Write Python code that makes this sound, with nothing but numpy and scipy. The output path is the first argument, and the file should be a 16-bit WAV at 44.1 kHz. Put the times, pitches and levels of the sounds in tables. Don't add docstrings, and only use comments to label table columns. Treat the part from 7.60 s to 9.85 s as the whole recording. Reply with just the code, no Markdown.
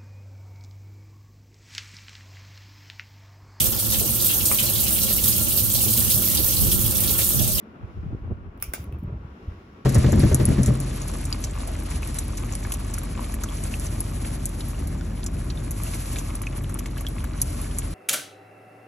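import sys
import numpy as np
from scipy import signal
from scipy.fft import rfft, irfft
from scipy.io import wavfile

SR = 44100
rng = np.random.default_rng(int(sys.argv[2]) if len(sys.argv) > 2 else 0)


def inscribe(sig):
    pcm = np.round(np.clip(np.atleast_2d(sig).T, -1, 1) * 32767)
    wavfile.write(sys.argv[1], SR, pcm.astype(np.int16))


N = 99225
TIME = np.arange(N) / SR
BAND_EDGES_HZ = np.geomspace(18, 17000, 31)

# start_s, level_db, contact_s, room_db
SNAPS = [(1.0243, -20.5, 0.00081, -8), (1.1357, -21.5, 0.001, -3)]
# freq_hz, pull_db, release_db
SNAP_SPECTRUM = [(300, -6.5, 1), (690, -1, 2.5), (960, -15, -7.5), (1330, 6.5, 7.5), (1800, -8.5, 1),
                 (2160, 7.5, 8.5), (2970, -1.5, -10.5), (3500, -11.5, 0.5), (4200, -28, -9.5),
                 (4910, 0.5, -2.5), (5600, 2.5, 0.5), (6550, -4.5, 0), (7500, -3.5, 1), (8440, 9, 8),
                 (9700, 6, 0), (10400, 1, 3.5), (11200, 14.5, 1), (12400, 5.5, -4), (13040, 0, 7),
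                 (15320, 12.5, 14), (15700, 5.5, -1), (16000, -1, 6.5)]
# pitch_hz, t60_s, pull_db, release_db, stereo_phase_rad
HOUSING_MODES = [(645, 0.05, -66, -41, .4), (881, 0.1, -59.5, -44.5, .5), (1201, 0.083, -40, -45, 0.74),
                 (1400, 0.081, -45, -57, 1.1), (1553, 0.042, -39.5, -34, 0.87),
                 (2042, 0.023, -52, -31.5, 1.21), (2166, 0.081, -49.5, -50, 1.2),
                 (2365, 0.17, -43.5, -43, .8), (2430, 0.043, -54, -64, 1.2), (2770, 0.17, -48, -46, 1.2),
                 (3050, .15, -59, -61.5, .8), (3290, .22, -58.5, -75, .8), (3386, 0.14, -57, -51, .8),
                 (3570, 0.06, -53, -52.5, 0.74), (4737, 0.28, -65, -52, 0.66),
                 (5475, 0.079, -48, -48, 0.69), (6530, 0.22, -52.5, -62, 0.88), (7140, .14, -60.5, -51, .8),
                 (8250, .03, -41.5, -20, 3), (9160, .035, -27, -56, 1.9), (11200, 0.091, -47.5, -44, .1),
                 (10800, 0.088, -46, -53, .2), (12800, .015, -27, -36, 2.4), (14030, .015, -21.5, -48, 1.9),
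                 (14610, .04, -34, -33, 1.5), (14874, .1, -41, -41, 1), (15042, .1, -40, -36, .7)]
# delay_s, gain_db
ECHOES = [(0.0112, -22.5), (.0148, -20)]
SNAP_T60_S = 0.022
REBOUND_LAG_S, REBOUND_DB = 0.0018, -6.5
KNOCK_LAG_S, KNOCK_DB, KNOCK_T60_S, KNOCK_TOP_HZ = 0.00056, -7.5, 0.05, 2800

def switch(room):
    lowpass = signal.butter(2, KNOCK_TOP_HZ, fs=SR, output="sos")
    out = 0
    for k, (start_s, level_db, contact_s, room_db) in enumerate(SNAPS):
        spectrum = np.array(SNAP_SPECTRUM)[:, [0, k + 1]]
        crack = from_db(level_db) * place(contact(spectrum, contact_s, SNAP_T60_S), start_s)
        rebound = contact(spectrum, contact_s, SNAP_T60_S)
        rebound = from_db(level_db + REBOUND_DB) * place(rebound, start_s + REBOUND_LAG_S)
        echoes = sum(from_db(gain_db) * place(crack, delay_s) for delay_s, gain_db in ECHOES)
        knock = signal.sosfilt(lowpass, contact(spectrum, contact_s, KNOCK_T60_S, size=4096))
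        knock = from_db(level_db + KNOCK_DB) * place(knock, start_s + KNOCK_LAG_S)
        modes = sum(from_db(mode_db[k]) * ring(hz, t60_s, phase_rad)
                    for hz, t60_s, *mode_db, phase_rad in HOUSING_MODES)
        reverb = from_db(room_db) * reverberate(crack + rebound, room)
        out = out + crack + rebound + echoes + knock + place(modes, start_s) + reverb
    return out


# start_s, level_db, ring_gain_db, pitch_hz
TICKS = [(0.976, -53.5, -12, 14800), (1.0014, -45.5, -15, 14500), (1.007, -57, -23, 11200),
         (1.2408, -46.5, 1, 11100), (1.3227, -53, -13, 14900), (1.3251, -55, 6.5, 2600),
         (1.3252, -48.5, -15, 14500), (1.338, -62.5, -5, 14700), (1.3415, -64, -6, 15200),
         (1.36, -76, -9, 14600), (1.3864, -55, -5.5, 14900), (1.392, -56, -6, 12100),
         (1.403, -67, -3, 14500), (1.405, -64, -10, 15100), (1.4339, -55.5, 1.5, 12120)]
# freq_hz, gain_db
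TICK_SPECTRUM = [(1500, -8), (2600, 2.5), (4500, -9), (7000, -13.5), (9000, -7), (10500, -4.5),
                 (12100, -3.5), (13200, -7.5), (14800, 4.5), (16000, -10)]
TICK_CONTACT_S, TICK_T60_S, BEAD_T60_S, CHAIN_ROOM_DB = 0.00039, 0.011, 0.024, -8.5

def chain(room):
    out = 0
    for start_s, level_db, ring_gain_db, pitch_hz in TICKS:
        tick = place(contact(TICK_SPECTRUM, TICK_CONTACT_S, TICK_T60_S), start_s)
        bead = from_db(ring_gain_db) * place(ring(pitch_hz, BEAD_T60_S), start_s)
        out = out + from_db(level_db) * (tick + bead)
    out = out + chain_slide()
    return out + from_db(CHAIN_ROOM_DB) * reverberate(out, room)


# time_s, level_db
SLIDE_LEVEL = [(.96, -91), (.985, -76), (1.002, -67), (1.014, -52), (1.022, -48), (1.06, -52), (1.125, -63),
               (1.19, -54.5), (1.235, -57), (1.275, -73), (1.305, -83), (1.34, -73), (1.37, -84.5),
               (1.405, -74), (1.45, -81), (1.5, -99)]
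TOUCHES_PER_S, TOUCH_SPREAD_DB, JINGLE_DB = 1100, 3.5, -5.5
BEAD_RANGE_HZ = (10050, 15300)

def chain_slide(bead_count=12):
    chance, polarity, bead_choice = rng.random((3, 1, N))
    strength = from_db(TOUCH_SPREAD_DB * np.minimum(rng.exponential(1, N), 3))
    touches = (chance < TOUCHES_PER_S / SR) * np.sign(polarity - 0.5) * strength
    patter = convolve(touches, contact(TICK_SPECTRUM, TICK_CONTACT_S, TICK_T60_S))
    struck_bead = (bead_choice * bead_count).astype(int)
    jingle = 0
    for k, hz in enumerate(np.linspace(*BEAD_RANGE_HZ, bead_count)):
        ringing = convolve(touches * (struck_bead == k), ring(hz, BEAD_T60_S, size=4096))
        jingle = jingle + from_db(at_hz(TICK_SPECTRUM, hz)) * ringing
    mix = unit_rms(patter) + from_db(JINGLE_DB) * unit_rms(jingle)
    return from_db(over_time(SLIDE_LEVEL)) * unit_rms(mix)


# freq_hz, likeness
CONTACT_LIKENESS = [(500, 0.89), (1500, -0.095), (2300, 0.21), (5500, 0.046), (7400, -0.21), (8500, -1.1),
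                    (9300, -0.75), (10200, 1), (11100, 0.55), (12100, 0.11), (13200, -.85), (13900, -1.5),
                    (14600, -0.069), (15500, 0.79)]
ATTACK_S = 0.00042

def contact(spectrum, contact_s, t60_s, size=2048):
    t, hz = TIME[:size], bin_hz(size)
    envelope = np.minimum(t / ATTACK_S, 1) * decay(np.maximum(t - contact_s, 0), t60_s)
    burst = rng.standard_normal((2, size))
    for _ in range(3):
        flat = np.exp(1j * np.angle(rfft(burst * envelope)))
        burst = irfft(flat, size) / np.sqrt(envelope + 1e-3)
    coloured = stereo(*flat, at_hz(CONTACT_LIKENESS, hz)) * from_db(at_hz(spectrum, hz))
    crack = irfft(coloured, size) * (t < t[-1] / 2)
    return unit_rms(crack) * np.sqrt(np.mean(envelope ** 2))


def ring(hz, t60_s, stereo_phase_rad=1, size=12000):
    t = TIME[:size]
    phase = 2 * np.pi * (hz * t + rng.random()) + stereo_phase_rad * np.array([[0.5], [-0.5]])
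    return np.sin(phase) * np.minimum(t / ATTACK_S, 1) * decay(t, t60_s)


# time_s, level_db
DRAUGHT = [(0,-67.5), (.19,-55), (.235,-34), (.28,-46.5), (.335,-49), (.375,-35.5), (.415,-38.5), (.46,-31),
           (.52,-34.5), (.555,-29.5), (.6,-44), (.63,-37), (.71,-28), (.75,-35.5), (.86,-37), (.935,-48.5),
           (.99,-37.5), (1.07,-43), (1.13,-44), (1.2,-36), (1.33,-32), (1.395,-36), (1.44,-36),
           (1.54,-30.5), (1.615,-42), (1.66,-39), (1.75,-43.5), (1.8,-59), (1.86,-38.5), (1.91,-37),
           (1.97,-45), (2.05,-51.5), (2.25,-57)]
# freq_hz, gain_db
BUFFET_SPECTRUM = [(20, -25), (35, -5.5), (55, 1), (80, 3), (130, -8.5), (220, -16), (400, -30), (700, -42),
                   (1500, -67), (5000, -110)]
# time_s, side_db
BUFFET_WIDTH = [(0, -2.5), (.88, -9), (1.0, -46.5)]
MIDDLING_DB, BRIGHTEN_FROM_HZ, BRIGHTEN_PER_OCTAVE = -35, 110, 0.44
EDDY_DB_PER_OCTAVE, FLUTTER_DB = 3.5, 2.5

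def buffeting():
    gust_db = over_time(DRAUGHT) - MIDDLING_DB
    tilt_db_per_octave = BRIGHTEN_PER_OCTAVE * gust_db + EDDY_DB_PER_OCTAVE * drift(rate_hz=46)
    rumble = 0
    for hz, band in bands(noise(BUFFET_SPECTRUM, likeness=[(1, 0.00046)])):
        octaves = np.clip(np.log2(hz / BRIGHTEN_FROM_HZ), 0, 2)
        rumble = rumble + band * from_db(gust_db + octaves * tilt_db_per_octave)
    mid, side = rumble
    gain = from_db(MIDDLING_DB + FLUTTER_DB * drift(rate_hz=25))
    return gain * stereo(mid, side * from_db(over_time(BUFFET_WIDTH)))


# centre_s, level_db, pitch_hz
PUFFS = [(0.2465, -24.5, 81), (0.37, -25, 72), (.388, -33, 76), (.434, -31, 198), (0.465, -23, 139),
         (0.532, -25, 230), (0.532, -37, 500), (0.5483, -21.5, 110), (0.5492, -25.5, 308), (.627, -25, 85),
         (.6775, -38, 614), (.7105, -41.5, 600), (0.7127, -28, 196), (1.094, -24.5, 58.4),
         (1.181, -36, 645), (1.2943, -37.5, 565), (1.3482, -41.5, 750), (1.4302, -23, 199),
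         (1.4403, -40.5, 610), (1.449, -23, 127), (1.481, -24, 133), (1.4938, -47, 560),
         (1.5292, -21, 119.3), (1.5410, -42.5, 590), (1.65, -30.5, 124), (1.885, -20.5, 73.8),
         (1.886, -34.5, 213), (1.918, -28.5, 65.1)]
PUFF_HALF_WIDTH_CYCLES = 0.62

def puffs():
    out = 0
    for centre_s, level_db, pitch_hz in PUFFS:
        cycles = (TIME - centre_s) * pitch_hz
        envelope = np.exp(-(cycles / PUFF_HALF_WIDTH_CYCLES) ** 2)
        out = out + from_db(level_db) * envelope * np.sin(2 * np.pi * cycles)
    return out


# freq_hz, gain_db
RUSH_SPECTRUM = [(25, -30.5), (60, -21), (110, -2.5), (160, -4.5), (205, 1), (280, -3), (380, -3.5),
                 (520, -12), (750, -14.5), (1000, -14.5), (1350, -13.5), (1800, -23), (2600, -26.5),
                 (4000, -41.5), (5500, -51.5)]
# time_s, level_db
RUSH_LEVEL = [(0, -46), (.4, -46), (.9, -47), (1.5, -47), (2.25, -48.5)]
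# freq_hz, left_minus_right_db
RUSH_BALANCE = [(200, -0.5), (400, 2.5), (700, 2.5), (1300, 4.5), (2400, 1), (4400, -1)]
# freq_hz, likeness
AIR_LIKENESS = [(60, 1), (220, 1), (380, 0.78), (700, .3), (1250, -0.51), (2400, 0.13), (4400, 0),
                (15000, -0.096)]
# freq_hz, gain_db
HISS_SPECTRUM = [(1000, -4.5), (1900, 11.5), (2600, 8), (3500, 4.5), (4600, -1.5), (5550, 2), (6100, -5.5),
                 (7000, -5.5), (9000, -21), (11000, -6), (13500, -21.5), (15000, -10), (16500, -19)]
# time_s, level_db
HISS_LEVEL = [(0, -67.5), (.18, -70), (.33, -65), (.55, -68), (.75, -72), (.95, -74), (1.3, -69.5),
              (1.55, -70), (1.72, -65.5), (1.9, -62), (2.1, -64.5), (2.25, -64.5)]
RUSH_WAVER_DB, RUSH_TOP_HZ = 1.44, 6000

def fan_air():
    balance = from_db(at_hz(RUSH_BALANCE, bin_hz(N)) * [[0.5], [-0.5]])
    gain = from_db(over_time(RUSH_LEVEL) + RUSH_WAVER_DB * drift(rate_hz=10))
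    rush = gain * irfft(rfft(noise(RUSH_SPECTRUM, AIR_LIKENESS)) * balance, N)
    rush = signal.sosfilt(signal.butter(2, RUSH_TOP_HZ, fs=SR, output="sos"), rush)
    hiss = from_db(over_time(HISS_LEVEL)) * noise(HISS_SPECTRUM, AIR_LIKENESS)
    return rush + hiss


# pitch_hz, level_db
MOTOR_TONES = [(976.5, -72.5), (1117, -71.5), (1394, -73.5), (2793, -83.5)]
WHINE_WAVER_DB = 3.5

def motor_whine():
    out = 0
    for pitch_hz, level_db in MOTOR_TONES:
        amplitude = np.sqrt(2) * from_db(level_db + WHINE_WAVER_DB * drift(rate_hz=3.9))
        out = out + amplitude * np.sin(2 * np.pi * pitch_hz * TIME + drift(rate_hz=3.7))
    return out


# freq_hz, t60_s
ROOM_T60 = [(300, 0.04), (2000, 0.34), (6000, 0.31), (11000, 0.14), (15000, 0.035)]
ROOM_GAP_S, ROOM_BUILD_S, ROOM_CLUMP_DB = 0.0028, 0.0075, -0.5
EARLY_DB, EARLY_T60_S = 2, 0.14

def room_response(size=22050):
    t = TIME[:size]
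    tail = 0
    for hz, band in bands(noise(spectrum=[(1, 0)], likeness=[(1, 0.0037)], size=size)):
        clumps = from_db(ROOM_CLUMP_DB * drift(rate_hz=110)[:size])
        tail = tail + band * decay(t, at_hz(ROOM_T60, hz)) * clumps
    onset = np.clip((t - ROOM_GAP_S) / ROOM_BUILD_S, 0, 1)
    early_boost = 1 + from_db(EARLY_DB) * decay(t, EARLY_T60_S)
    return unit_rms(tail * onset * early_boost) / np.sqrt(size)


def reverberate(x, room):
    mid_side = np.array([x[0] + x[1], x[0] - x[1]]) / 2
    return stereo(*convolve(mid_side, room))


def noise(spectrum, likeness, size=N):
    hz = bin_hz(size)
    mid, side = np.exp(2j * np.pi * rng.random((2, len(hz))))
    coloured = stereo(mid, side, at_hz(likeness, hz)) * from_db(at_hz(spectrum, hz))
    in_range = (hz > BAND_EDGES_HZ[0]) & (hz < BAND_EDGES_HZ[-1])
    return unit_rms(irfft(coloured * in_range, size))


def bands(x):
    size = x.shape[-1]
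    spectrum = rfft(x)
    centres_hz = np.sqrt(BAND_EDGES_HZ[1:] * BAND_EDGES_HZ[:-1])
    for centre_hz, share in zip(centres_hz, np.eye(len(centres_hz))):
        weight = at_hz(np.c_[centres_hz, share], bin_hz(size))
        yield centre_hz, irfft(spectrum * weight, size)


def drift(rate_hz, hop=40, warmup=2000):
    pole = np.exp(-2 * np.pi * rate_hz * hop / SR)
    white = rng.standard_normal(N // hop + warmup + 2)
    slow = signal.lfilter([1], [1, -2 * pole, pole * pole], white)[warmup:]
    return np.interp(np.arange(N) / hop, np.arange(len(slow)), unit_rms(slow))


def stereo(mid, side, likeness=0):
    likeness = np.clip(likeness, -0.99, 0.99)
    return np.sqrt(1 + likeness) * mid + np.sqrt(1 - likeness) * side * [[1], [-1]]


def place(x, start_s):
    return np.pad(x, ((0, 0), (int(start_s * SR), N)))[:, :N]


def at_hz(points, hz):
    points = np.array(points)
    return np.interp(np.log(hz + 1e-9), np.log(points[:, 0]), points[:, 1])


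def over_time(points):
    return np.interp(TIME, *np.transpose(points))


def convolve(x, response):
    return signal.fftconvolve(x, response, axes=1)[:, :N]


def bin_hz(size):
    return np.arange(size // 2 + 1) * SR / size


def decay(t, t60_s):
    return from_db(-60 * t / t60_s)


def from_db(db):
    return 10 ** (np.asarray(db) / 20)


def unit_rms(x):
    return x / np.sqrt(np.mean(x ** 2) + 1e-20)


def scene():
    room = room_response()
    return switch(room) + chain(room) + buffeting() + puffs() + fan_air() + motor_whine()


def record(dry):
    return signal.sosfilt(signal.ellip(10, 0.2, 80, 15800, fs=SR, output="sos"), dry)


dry = scene()
out = record(dry)
inscribe(out)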